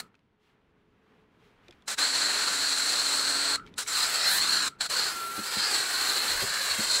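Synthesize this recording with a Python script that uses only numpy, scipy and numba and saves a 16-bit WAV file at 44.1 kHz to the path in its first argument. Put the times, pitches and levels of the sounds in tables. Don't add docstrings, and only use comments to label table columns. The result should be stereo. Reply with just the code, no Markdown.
import sys
import numpy as np
from scipy import signal
from scipy.fft import rfft, irfft
from scipy.io import wavfile
from scipy.ndimage import uniform_filter1d
from numba import njit

SR = 44100
rng = np.random.default_rng(int(sys.argv[2]) if len(sys.argv) > 2 else 0)


def field_ratio(decibels):
    return 10 ** (np.asarray(decibels, dtype=float) / 20)


def dump(signal):
    limited = np.clip(np.atleast_2d(signal).T, -1, 1)
    pcm = np.round(limited * 32767).astype(np.int16)
    wavfile.write(sys.argv[1], SR, pcm)


N = 308700
TIME = np.arange(N) / SR


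def unit(x):
    return x / np.sqrt(np.mean(x ** 2))


def over_hz(points, hz):
    f, v = np.transpose(points)
    return np.interp(np.log(hz + 1), np.log(f), v)


def over_time(table):
    s, *columns = np.transpose(table)
    return [np.interp(TIME, s, c) for c in columns]


def bumps(rows, hold=1.6):
    total_db = 0
    for row in rows:
        total_db = total_db + row[3] * np.minimum(np.interp(TIME, row[:3], [0, hold, 0]), 1)
    return total_db


def within(spans, fade_s=.03):
    gain = np.zeros(N)
    for rows in spans:
        s, db = np.transpose(rows)[:2]
        inside = np.clip(np.minimum(TIME - s[0], s[-1] - TIME) / fade_s + 1, 0, 1)
        gain += field_ratio(np.interp(TIME, s, db)) * inside
    return gain


def swells(rows):
    return within([[(a, db - drop), (b, db), (c, db - drop)] for a, b, c, db, drop in rows])


def walk(count):
    k = SR // count
    steps = np.repeat(rng.standard_normal(N // k + 1), k)[:N]
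    return 1.3 * uniform_filter1d(uniform_filter1d(steps, k), k)


def band(x, lo_hz, hi_hz):
    return signal.sosfilt(signal.butter(2, [lo_hz, hi_hz], "band", fs=SR, output="sos"), x)


@njit
def svf(x, hz, width_hz):
    y = np.empty(x.shape)
    for c in range(len(x)):
        b, l = 0., 0.
        for i in range(x.shape[1]):
            g, k = np.tan(np.pi * hz[i] / SR), width_hz / hz[i]
            v = (b + g * (x[c, i] - l)) / (1 + g * (g + k))
            b, l, y[c, i] = 2 * v - b, l + 2 * g * v, k * v
    return y


# [f/Hz, left-right likeness 0-1]
PORT_LIKENESS = [(40, .3), (130, .7), (300, .86), (600, .92), (1400, .93), (2500, .8), (4300, .83),
                 (7000, .7), (15000, .55)]
# [f/Hz, left lead/rad]
PORT_LEAD = [(100, 0), (2500, .3), (4400, 1.05), (7400, 1.2), (10000, .7), (16000, .6)]


def hiss(colour, alike=1.):
    hz = np.arange(N // 2 + 1) * SR / N
    common, own = rfft(rng.standard_normal((2, N)))
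    c = np.clip(alike * over_hz(PORT_LIKENESS, hz), 0, 1)
    right = (c * common + np.sqrt(1 - c ** 2) * own) * np.exp(-1j * over_hz(PORT_LEAD, hz))
    return unit(irfft(np.array([common, right]) * field_ratio(over_hz(colour, hz)), N))


def ring(colour, hz, *widths_hz):
    x = hiss(colour)
    for width_hz in widths_hz:
        x = svf(x, hz, width_hz)
    return unit(x)


# [f/Hz, level/dB per Hz]
SPLASH = [(25, -16), (70, -12), (150, -13), (250, -6), (600, -2.5), (1400, -1), (2800, -2), (4300, -3),
          (6000, -5), (9000, -6), (12000, -13), (16000, -18)]
# [t/s, turn to camera/dB, jet in a hollow/dB, fan edge shown/dB]
LANCE = [(0, -9, -1, 0), (2.0, 1, .5, 0), (3.55, 1.2, -.3, 0), (3.9, -3, -1, 2), (4.01, 3, -2, -2),
         (4.13, -2.5, 1, 2), (4.27, 0, 3.5, -1), (4.46, 2.5, 2, -1), (4.62, 0, 0, 1), (5.04, 0, -1, -3),
         (5.28, -20, -1.5, -4), (5.54, -4, 0, -1), (5.79, 3, 1.5, -2), (5.9, -3, 1, -2), (6.09, 2, 0, -4),
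         (6.45, -2.5, 2, -1), (6.72, -2.5, 2, -.5), (6.9, 1.5, 0, 0)]
# [t/s, closeness to panels 0-1]
NEAR = [(0, .2), (3.55, .2), (3.9, .7), (4.3, 1.1), (5.0, .8), (5.6, 1.1), (6.2, .8), (7, .9)]
# [start t/s, deepest t/s, end t/s, level/dB]
BREAKS = [(4.04, 4.08, 4.13, -5), (5.69, 5.72, 5.74, -4), (5.84, 5.88, 5.95, -2), (6.11, 6.14, 6.17, -6),
          (6.22, 6.26, 6.285, -6), (6.39, 6.45, 6.5, -3), (6.72, 6.76, 6.81, -6)]
# [start t/s, peak t/s, end t/s, level/dB, f/Hz]
SPLITS = [(3.95, 4.03, 4.12, -36, 4800), (4.17, 4.25, 4.31, -35, 5300), (4.5, 4.6, 4.68, -37, 4900),
          (4.98, 5.07, 5.13, -38, 4900), (5.48, 5.66, 5.72, -34, 4850), (5.7, 5.74, 5.79, -34, 4500),
          (6.4, 6.49, 6.56, -39, 4800), (6.8, 6.91, 7.0, -37, 4800)]
# [start t/s, peak t/s, end t/s, extra level/dB]
SPATTER = [(3.85, 4.05, 4.22, 4), (4.25, 4.335, 4.42, 12), (5.2, 5.45, 5.7, 3), (5.55, 6.15, 6.7, 5),
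           (6.7, 6.85, 7.1, 2)]


def lance():
    aim_db, hollow_db, shown_db = over_time(LANCE)
    near, = over_time(NEAR)
    flow_db, settled = flow()
    unsettled = 1 - settled
    white = [(20, 0), (20000, 0)]

    throat_db = -36 + .45 * aim_db + hollow_db + .3 * walk(count=10)
    throat_hz = 1490 + 70 * hollow_db + 40 * walk(count=9)
    throat_ripple_db = -1.5 - 2.5 * unsettled + 1.2 * walk(count=15)
    jet = ring(white, throat_hz, 480., 900.) * field_ratio(throat_ripple_db)

    whistle_db = -28.9 + aim_db + bumps(BREAKS) + .9 * walk(count=40) - throat_db
    whistle_db = whistle_db - 7.5 * unsettled + 1.4 * near * walk(count=14)
    whistle_hz = 4230 - 170 * unsettled + 30 * walk(count=14)
    whistle_hz = whistle_hz * (1 + near * (.012 * walk(count=20) + .006 * walk(count=7)))
    jet += ring(white, whistle_hz, 450., 800.) * field_ratio(whistle_db)

    twin_hz = over_time([row[1::3] for row in SPLITS])[0] * (1 + .02 * walk(count=12))
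    twin_gain = swells([(*row[:4], 7) for row in SPLITS]) * field_ratio(1.5 * walk(count=20) - throat_db)
    jet += ring(white, twin_hz, 400., 700.) * twin_gain

    edge_db = -33 + .7 * aim_db + shown_db - throat_db
    edge_hz = 7650 * (1 + .015 * walk(count=6))
    edge_ripple_db = -1.5 - 3 * unsettled + 1.2 * walk(count=20)
    jet += ring(white, edge_hz, 1200., 2200.) * field_ratio(edge_db + edge_ripple_db)

    mist_db = -45.2 + .15 * aim_db + bumps(SPATTER) + 1.2 * walk(count=7) - throat_db
    low_db = -10.5 - .9 * hollow_db + 1.5 * walk(count=6)
    middle_db = 1.1 - .7 * hollow_db - 1.5 * unsettled + .8 * walk(count=12)
    high_db = edge_db - 1.2 - .5 * shown_db + 2.5 * unsettled + .8 * walk(count=12)
    mist_db = mist_db + 1.8 * near + 2.5 * unsettled + .8 * walk(count=20)
    for lo_hz, hi_hz, db in [(90, 750, low_db), (800, 4500, middle_db), (4500, 10000, high_db),
                             (10000, 18000, mist_db)]:
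        jet += unit(band(hiss(SPLASH), lo_hz, hi_hz)) * field_ratio(db)

    sputter_db = .55 * walk(count=30) + .8 * walk(count=90)
    return bodywork(jet, near) * field_ratio(throat_db + sputter_db + flow_db - .5)


# [opens t/s, stalls t/s, refills t/s, shuts t/s, stall level/dB]
TRIGGER = [
    (-.5, -.4, -.3, .008, -25),
    (1.878, 1.95, 1.982, 3.563, -25),
    (3.779, 3.838, 3.875, 4.686, -20),
    (4.806, 4.874, 4.897, 7.5, -22.5),
]
# [t/s from it, level/dB]
OPENING = [(-.02, -42), (-.004, -19), (.003, 3), (.02, -1)]
REFILL = [(.003, 0), (.05, 0)]
SHUTTING = [(-.004, 0), (.006, -19), (.035, -34), (.08, -50)]


def flow():
    db, settled = np.full(N, -90.), np.zeros(N)
    for opens, stalls, refills, shuts, stall_db in TRIGGER:
        stall = [(stalls - .008, -4.5), (stalls + .008, stall_db), (refills - .01, stall_db + 3)]
        slam_db = .75 * (-21.5 - stall_db)
        refill = np.add(REFILL, [(refills, slam_db), (refills, 0)])
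        opening, shutting = np.add(OPENING, (opens, 0)), np.add(SHUTTING, (shuts, 0))
        times, levels = np.vstack([opening, stall, refill, shutting]).T
        db = np.maximum(db, np.interp(TIME, times, levels, left=-90, right=-90))
        settling_s = [refills - .01, refills + .045, shuts + .2, shuts + .21]
        settled = np.maximum(settled, np.interp(TIME, settling_s, [0, 1, 1, 0]))
    return db, settled


def bodywork(x, near):
    path_s = np.clip(.002 + .0009 * walk(count=3), .0003, .01)
    place = np.arange(N) - SR * path_s
    return x + .35 * near * np.array([np.interp(place, np.arange(N), c) for c in x])


# [loudest t/s, level/dB, f/Hz]
DRAIN = [
    (.045, -57, 1300),
    (3.607, -41, 1345),
    (4.735, -52, 1320),
]


def drain():
    hz = over_time([(s, f) for s, db, f in DRAIN])[0] * (1 + .02 * walk(count=30))
    spans = [[(s - .042, db - 5), (s, db), (s + .07, db - 26)] for s, db, _ in DRAIN]
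    return ring(SPLASH, hz, 90., 220.) * within(spans, fade_s=.008) * field_ratio(-.7)


def hits(events, crack, push_s, spread, trim_db):
    length = 8192
    out, t = np.zeros((2, N + length)), np.arange(length) / SR
    for s, db, hz, t60_s in events:
        noise = band(rng.standard_normal((2, length)), hz / spread, hz * spread)
        burst = np.sin(2 * np.pi * hz * t) + crack * unit(noise[0] + .3 * noise)
        i = int(s * SR)
        out[:, i:i + length] += field_ratio(db + trim_db - 60 * t / t60_s) * burst * (1 - np.exp(-t / push_s))
    return out[:, :N]


# [t/s, level/dB, f/Hz, t60/s]
KNOCKS = [(.02, -52, 180, .2), (1.685, -43, 345, .09), (5.374, -32, 320, .1), (5.38, -45, 120, .15),
          (5.389, -31, 213, .11), (5.564, -32, 221, .11), (5.57, -42, 100, .15), (6.417, -29, 554, .07),
          (6.421, -32, 200, .12), (6.425, -39, 110, .15), (6.429, -27, 400, .08), (6.785, -29, 223, .14),
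          (6.785, -43, 120, .12)]


def camera_knocks():
    return hits(KNOCKS, crack=.62, push_s=.004, spread=1.9, trim_db=-.7)


# [t/s, level/dB, f/Hz, t60/s]
CLICKS = [(.143, -53, 1400, .015), (.152, -55, 2600, .015), (.192, -61, 2600, .01), (1.682, -50, 2400, .03),
          (1.683, -47, 3600, .012), (1.709, -45, 3400, .014), (1.7244, -54, 2450, .04),
          (1.8223, -55, 3500, .012), (3.5964, -43, 2000, .012), (3.6646, -46, 3200, .014),
          (3.672, -52, 2270, .07), (3.7399, -45, 3530, .012), (3.862, -42, 2250, .09)]


def trigger_clicks():
    return hits(CLICKS, crack=.7, push_s=.0004, spread=1.7, trim_db=1.5)


def tone(hz, spans, wander):
    phase = 2 * np.pi * np.cumsum(hz * (1 + wander * walk(count=30))) / SR
    return np.sqrt(2) * swells(spans) * np.sin(phase)


# [start t/s, peak t/s, end t/s, peak level/dB, ends below peak/dB]
VALVE_SONG = [(3.3, 3.48, 3.56, -48, 3), (5.1, 5.23, 5.45, -39, 8), (5.45, 5.55, 5.62, -50, 5)]
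MOTOR = [(2.0, 2.7, 3.4, -55, 1), (3.3, 3.48, 3.6, -47, 12), (4.4, 4.6, 4.7, -55, 5),
         (5.75, 6.0, 6.4, -59, 3)]
FAN = [(-.1, .04, .08, -63, 14), (.3, 1.1, 1.85, -76, 5), (1.95, 2.4, 3.3, -62, 2), (3.3, 3.5, 3.7, -57, 9),
       (3.78, 4.0, 4.7, -59, 5)]
FAR_HUM = [(5.2, 5.3, 5.4, -54, 3)]


def pump():
    fan = (tone(425., FAN, .015) + tone(400., FAR_HUM, .005)) * field_ratio(4 * walk(count=25))
    song = tone(1362., VALVE_SONG, .002) * field_ratio(3.5 + 1.2 * walk(count=25))
    motor = tone(282., MOTOR, .008) * field_ratio(-.7 + 1.8 * walk(count=12))
    return song + motor + fan


def recovered():
    return np.minimum(4.5 * TIME, 8)


# [f/Hz, level/dB per Hz]
YARD = [(20, -12), (60, -5), (210, 0), (330, -6), (430, -5), (600, -15), (1000, -13), (2000, -17),
        (3200, -20), (5000, -30), (8000, -38), (16000, -46)]
# [from t/s, rumble level/dB, middle re rumble/dB, rustle re rumble/dB, spray echo level/dB]
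PAUSES = [
    (0, -71, -7, -20, -57),
    (3.56, -59, -7, -19, -57),
    (4.69, -59, -7, -19, -59),
]
# [start t/s, peak t/s, end t/s, extra level/dB]
RUSTLES = [(.38, .46, .56, 8), (1.0, 1.15, 1.3, 3), (1.38, 1.48, 1.6, 7), (1.62, 1.7, 1.8, 6),
           (3.63, 3.68, 3.71, 8)]


def yard():
    pauses = np.transpose(PAUSES)
    now = np.searchsorted(pauses[0], TIME, "right") - 1
    start, rumble_db, middle_db, rustle_db, echo_db = pauses[:, now]
    rise_db = recovered() * (start < 1)
    echo = np.hypot(1, field_ratio(echo_db - rumble_db - 90 * (TIME - start)))
    extra_db = bumps(RUSTLES)
    middle_db = rumble_db + middle_db + 1.4 * rise_db + .25 * extra_db
    rustle_db = rumble_db + rustle_db + 1.4 * rise_db + extra_db
    rumble_db = rumble_db + rise_db
    rumble = unit(band(hiss(YARD, alike=1.05), 20, 500)) * field_ratio(rumble_db - 1.5 + 2.5 * walk(count=8))
    middle = unit(band(hiss(YARD, alike=1.03), 500, 2500)) * field_ratio(middle_db + 1.5 * walk(count=12))
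    rustle = unit(band(hiss(YARD), 2500, 17000)) * field_ratio(rustle_db + 5 + 1.5 * walk(count=25))
    return echo ** .8 * rumble + echo ** 1.2 * (middle + rustle)


# [start t/s, peak t/s, end t/s, extra level/dB]
GUSTS = [(.35, .6, .75, 8), (1.9, 2.0, 2.15, 6), (3.45, 3.65, 3.85, 12), (4.25, 4.35, 4.45, 8),
         (4.95, 5.03, 5.1, 6)]


def wind():
    gust_db = -83 + 1.25 * recovered() + 1.1 * TIME + bumps(GUSTS)
    gust_db = gust_db + 5.5 * walk(count=7) + 2.5 * walk(count=16)
    eddies = np.array([field_ratio(gust_db + 2.5 * walk(count=6)) for port in "LR"])
    return unit(band(rng.standard_normal((2, N)), 15, 95)) * eddies


def scene():
    near_sounds = lance() + drain() + camera_knocks() + trigger_clicks()
    return near_sounds + pump() + yard() + wind()


def low_pass(x):
    return signal.sosfilt(signal.butter(12, 16820, fs=SR, output="sos"), x)


def record(dry):
    cut = signal.sosfilt(signal.ellip(10, .2, 80, 15700, fs=SR, output="sos"), dry)
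    return low_pass(cut)


dry = scene()
out = record(dry)
dump(out)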